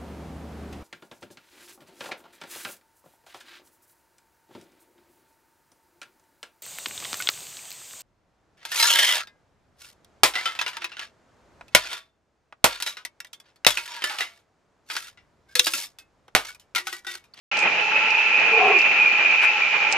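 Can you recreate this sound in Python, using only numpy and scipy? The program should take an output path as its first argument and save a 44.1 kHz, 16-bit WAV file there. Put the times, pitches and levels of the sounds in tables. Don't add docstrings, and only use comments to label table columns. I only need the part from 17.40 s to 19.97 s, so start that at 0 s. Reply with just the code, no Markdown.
import sys
import numpy as np
from scipy import signal
from scipy.fft import rfft, irfft
from scipy.io import wavfile
from scipy.ndimage import uniform_filter1d

SR = 44100
rng = np.random.default_rng(int(sys.argv[2]) if len(sys.argv) > 2 else 0)


def master_out(mix):
    frames = np.transpose(np.atleast_2d(mix))
    ceiling = np.clip(frames, -1, 1)
    pcm = np.round(ceiling * 32767).astype(np.int16)
    wavfile.write(sys.argv[1], SR, pcm)


N = 113337
T = np.arange(N) / SR


def amp(db):
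    return 10 ** (np.asarray(db) / 20)


def unit(x):
    return x / np.sqrt(np.mean(x ** 2) + 1e-20)


def level_out(x, window):
    return x / np.sqrt(uniform_filter1d((x ** 2).mean(0), size=window) + 1e-6)


def read(points, hz):
    f, value = np.transpose(points)
    return np.interp(np.log(hz + 1), np.log(f + 1), value)


def add(mix, s, sound):
    part = mix[:, max(round(s * SR), 0):][:, :sound.shape[1]]
    part += sound[:, :part.shape[1]]


def pan(db):
    return unit(amp(np.array([[db], [-db]]) / 2))


def swell(s, length):
    return np.sin(np.pi * np.clip((T - s) / length, 0, 1)) ** 2


def band(hz, width_hz, same):
    f = np.fft.rfftfreq(N, 1 / SR)
    shared = np.sqrt(same) * rng.standard_normal(N)
    noise = shared + np.sqrt(1 - same) * rng.standard_normal((2, N))
    resonance = 1 / (1 + ((f - hz ** 2 / (f + 1)) / width_hz) ** 2)
    return unit(irfft(rfft(noise) * resonance, N))


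def drift(hz):
    f = np.fft.rfftfreq(N, 1 / SR)
    return unit(irfft(rfft(rng.standard_normal(N)) * np.exp(-(f / hz) ** 2), N))


def woods(x, t60, wet_db):
    t = T[:SR // 2]
    tail = rng.standard_normal((2, len(t))) * amp(-60 * t / t60) * (t > .003)
    tail /= np.linalg.norm(tail, axis=1, keepdims=True)
    echoes = signal.fftconvolve(x, tail, axes=1)[:, :N]
    return (x + amp(wet_db) * echoes) / np.hypot(1, amp(wet_db))


def trill(length, hz, pulses_per_s=105, ring_s=0.0025, jitter=.15, uneven_db=1.1, slip=0.57):
    t = np.arange(0, length + .012, 1 / SR)
    draws = rng.standard_normal((40, 3))
    rate = pulses_per_s * rng.uniform(.7, 1.3)
    starts = np.cumsum(np.exp(jitter * draws[:, 0])) / rate
    out = np.zeros(len(t))
    for s, (_, size, turn) in zip(starts - starts[0], draws):
        if s < length:
            u = np.maximum(t - s, 0) / ring_s
            ring = u ** 2 * np.exp(-u * 1.34)
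            out += amp(uneven_db * size) * ring * np.sin(2 * np.pi * hz * t + slip * turn)
    return unit(out * np.clip((t[-1] - t) / .003, 0, 1))


def frogs(count=190, spread=0.02412, sides_db=5, chorus_db=1.0):
    # t/s, level/dB (before chorus_db), pitch/Hz
    chorus = [(0.13, -27.5, 2479), (0.252, -23.5, 2472), (0.518, -25.5, 2535), (0.578, -22.5, 2569),
              (0.679, -23, 2529), (0.851, -21, 2473), (1.1, -20.5, 2523), (1.448, -19, 2484),
              (1.66, -22, 2476), (1.718, -20.5, 2462), (1.8, -21.5, 2493), (2.081, -18.5, 2509),
              (2.14, -25, 2457), (2.35, -25, 2416), (2.56, -25, 2453)]
    # start/s, length/s, level/dB (before echoes), pitch/Hz, left minus right/dB
    near_trills = [(.194, 0.047, -27.5, 2467, -2), (.41, 0.012, -26, 2550, -1.5),
                   (.534, 0.048, -20.5, 2570, -4), (0.704, 0.12, -22.5, 2495, -7),
                   (.94, 0.052, -18, 2511, -5), (1.135, 0.05, -19.5, 2466, -12),
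                   (1.337, 0.044, -18.5, 2427, -6.5), (1.575, 0.05, -17.5, 2470, -2.5),
                   (1.657, 0.036, -16.5, 2410, -1.5), (1.849, 0.016, -19, 2460, -4),
                   (1.911, .025, -25.5, 2377, -3), (2.043, 0.026, -19.5, 2498, 1),
                   (2.219, 0.022, -17, 2388, -3), (2.261, 0.015, -24, 2410, -6),
                   (2.342, 0.15, -27, 2431, -14)]
    s, db, hz = np.transpose(chorus)
    far, near = np.zeros((2, 2, N))
    for k in range(count):
        start = (k + rng.random()) / count * T[-1]
        pitch, size, side = rng.standard_normal(3)
        caller_hz = np.interp(start, s, hz) * (1 + spread * pitch)
        voice = trill(rng.uniform(0.037, 0.13), caller_hz, ring_s=0.0011, slip=0.72)
        add(far, start, amp(2.5 * size) * pan(sides_db * side - 0.5) * voice)
    far = level_out(woods(far, t60=0.21, wet_db=-0.5), window=2500)
    far = far * amp(np.interp(T, s, db) + chorus_db) * pan(-0.94)
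    for start, length, level_db, pitch, side_db in near_trills:
        add(near, start, amp(level_db) * pan(side_db) * trill(length, pitch))
    return far + woods(near, t60=1.0, wet_db=-3.5)


def far_choruses(throb_db=2.0, low_throb_db=1.0):
    # t/s, pitch/Hz, level/dB (before the throb)
    low_waves = [(0.129, 841.6, -41), (.23, 865.6, -30.5), (.37, 843.2, -38), (0.459, 859.1, -31.5),
                 (.56, 859.6, -34), (0.781, 871.3, -30.5), (.84, 865.3, -38.5), (.99, 856.6, -34.5),
                 (1.421, 849.4, -38), (1.621, 854.4, -33.5), (1.68, 850, -40), (1.762, 835.3, -33.5),
                 (1.88, 851.7, -42), (2.059, 865, -38.5), (2.17, 839, -30.5), (2.24, 820.5, -42.5),
                 (2.39, 848.8, -34), (2.55, 848.3, -31)]
    # f/Hz, width/Hz, level/dB (before the throb)
    far_bands = [(1354.6, 72, -39), (432, 95, -51), (2937, 310, -37)]
    s, hz, db = np.transpose(low_waves)
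    wander = np.exp(2j * np.pi * np.cumsum(np.interp(T, s, hz) - hz.mean()) / SR)
    low = signal.hilbert(band(hz.mean(), width_hz=75, same=0.84)) * wander
    loudness = np.sqrt(uniform_filter1d((abs(low) ** 2).mean(0), size=3000) + 1e-6)
    low = unit(low.real / loudness)
    out = low * amp(np.interp(T, s, db) + low_throb_db * drift(hz=25))
    for f, width, level in far_bands:
        out += band(f, width, same=0.89) * amp(level + throb_db * drift(hz=36))
    return out


def bird(waver=.028, upper_waver=0.044, shimmer_db=1.1):
    # t/s, pitch/Hz, tone level/dB, upper tone/Hz, upper level/dB, rasp level/dB (before echoes)
    contour = [(1.05, 484, -49.5, 849.4, -65, -62), (1.074, 482, -35, 849.3, -57, -47.5),
               (1.103, 471.3, -46.5, 850, -62, -51.5), (1.123, 457, -31, 841.7, -38, -41.5),
               (1.14, 453, -22, 846.6, -31, -30.5), (1.156, 441.6, -30, 850.3, -28, -36),
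               (1.176, 450, -22, 837, -28, -33), (1.199, 432, -30.5, 806, -29.5, -26),
               (1.215, 427, -28, 752.5, -20, -24), (1.255, 421.4, -27.5, 758.4, -19.5, -27),
               (1.29, 410.3, -25, 773, -20.5, -24.5), (1.316, 410, -19.5, 794, -24.5, -30),
               (1.331, 390, -42.5, 700, -28.5, -24), (1.346, 390, -57, 715, -48, -34),
               (1.39, 363, -66.5, 720, -66, -51.5)]
    # f/Hz, width/Hz, relative level/dB
    throat = [(740, 160, 1), (1086, 140, -1), (430, 130, -7.5)]
    # start/s, length/s, relative level/dB, pitch/Hz
    croaks = [(1.334, 0.026, -30.5, 386), (1.353, 0.027, -26.5, 379), (1.374, 0.024, -32.5, 348)]
    overtone_db, croak_rasp_db = -14, -5.5
    s, hz, tone_db, upper_hz, upper_db, rasp_db = np.transpose(contour)

    def level(db):
        return np.interp(T, s, db, -120, -120)

    def tone(pitch, db, unsteady):
        turns = np.cumsum(np.interp(T, s, pitch) * (1 + unsteady * drift(hz=119))) / SR
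        return unit(np.sin(2 * np.pi * turns)) * amp(level(db) + shimmer_db * drift(hz=127.6))

    rasp = level_out(sum(amp(db) * band(f, width, same=0.92) for f, width, db in throat), window=700)
    hoarse = tone(upper_hz, upper_db, upper_waver) + rasp * amp(level(rasp_db))
    call = pan(-2) * tone(hz, tone_db, waver) + pan(1.5) * hoarse
    for start, length, db, pitch in croaks:
        turn = 2 * np.pi * pitch * T
        croak = unit(np.sin(turn) + amp(overtone_db) * np.sin(2 * turn)) + amp(croak_rasp_db) * rasp
        call += amp(db) * swell(start, length) * croak
    return woods(call, t60=0.4, wet_db=-12)


def handling():
    # start/s, relative level/dB, time scale/s (peak at half of it), centre of the scrape/Hz
    clicks = [(0.169, -23.5, 0.0053, 4770), (0.202, -22, 0.0017, 5970), (0.703, -27.5, 0.0065, 5000),
              (0.995, -34.5, 0.01, 4200), (1.141, -32, 0.0023, 9500), (1.282, -29, 0.0013, 9700),
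              (1.383, -27.5, 0.013, 4800), (1.415, -28, 0.0057, 4510), (1.599, -39.5, 0.002, 8300),
              (1.912, -31.5, 0.0036, 5367), (2.05, -21.5, 0.00071, 8300), (2.5248, -5.5, 0.0018, 5300)]
    # start/s, length/s, relative level/dB
    rubs = [(0.143, 0.12, -39), (1.365, .07, -51), (2.504, 0.042, -31.5)]
    # f/Hz, gain/dB
    casing = [(80, -51.5), (300, -25), (2000, -2.5), (3500, 1), (4700, -0.5), (6600, -0.5), (8200, -4),
              (10000, -15), (12500, -30.5)]
    out = np.zeros((2, N))
    for s, db, length, hz in clicks:
        u = T[:4000] / length
        scrape = band(hz, width_hz=2400, same=0.46)[:, :len(u)]
        add(out, s, amp(db) * u * np.exp(-u ** 2 * 2) * scrape * 2)
    grain = rng.standard_normal((2, N)) * unit(amp(3.8 * drift(hz=250)))
    for s, length, db in rubs:
        out += amp(db) * swell(s, length) * grain * 2
    out = irfft(rfft(out) * amp(read(casing, np.fft.rfftfreq(N, 1 / SR))), N)
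    brush = amp(-24) * swell(2, length=0.078) * band(1700, width_hz=1360, same=0.65)
    return woods(out * pan(-5.5), t60=0.043, wet_db=-7.5) + brush


def air(hiss_db=-25.5, flutter_db=1.97, flutter_top_hz=3600, murmur_hz=905):
    # f/Hz, relative level/dB (per Hz)
    colour = [(30, -58.5), (60, -57), (95, -47.5), (125, -48), (160, -36.5), (220, -33), (260, -36),
              (390, -28), (600, -26), (1000, -26), (1600, -22.5), (2150, -18.5), (2700, -17.5),
              (3300, -30.5), (4000, -33.5), (5000, -37.5), (6200, -40), (7300, -47.5), (8300, -65.5),
              (10000, -73.5), (13000, -92)]
    # f/Hz, correlation (0-1)
    likeness = [(100, 0.8), (400, 0.25), (850, 0.75), (1400, 0.42), (2500, 0.5), (4000, 0.01), (7000, 0)]
    # f/Hz, left minus right/dB
    lean = [(100, -2), (400, -1.5), (850, 1), (1500, -2), (2500, -0.5), (5000, -3)]
    # t/s, gain/dB
    murmur = [(.15, 1), (.3, 5), (.7, 1), (.8, -4.5), (1.05, 3.5), (1.3, 3.5), (1.55, 2.5), (1.9, 0),
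              (2.1, -2.5), (2.4, -3), (2.55, 3)]
    f = np.fft.rfftfreq(N, 1 / SR)
    a, b = rfft(rng.standard_normal((2, N)))
    same = np.clip(read(likeness, f), -1, 1)
    sides = np.array([a, same * a + np.sqrt(1 - same ** 2) * b])
    sides = sides * amp(np.array([[.5], [-.5]]) * read(lean, f))
    hiss = unit(irfft(sides * amp(read(colour, f)), N))
    low = irfft(rfft(hiss) * np.exp(-(f / murmur_hz) ** 2), N)
    steady = irfft(rfft(hiss) / (1 + (flutter_top_hz / (f + 1)) ** 10), N)
    body = hiss - steady - low + low * amp(np.interp(T, *np.transpose(murmur)))
    return amp(hiss_db) * (steady + body * amp(flutter_db * drift(hz=20.5)))


def scene():
    return frogs() + far_choruses() + bird() + handling() + air()


def record(dry, open_s=0.1142, edge_hz=13600):
    opened = dry * np.clip((T - open_s) / .001, 0, 1)
    low_pass = signal.firwin(511, edge_hz, window=("kaiser", 9), fs=SR)
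    return signal.oaconvolve(opened, low_pass[None], "same")


dry = scene()
out = record(dry)
master_out(out)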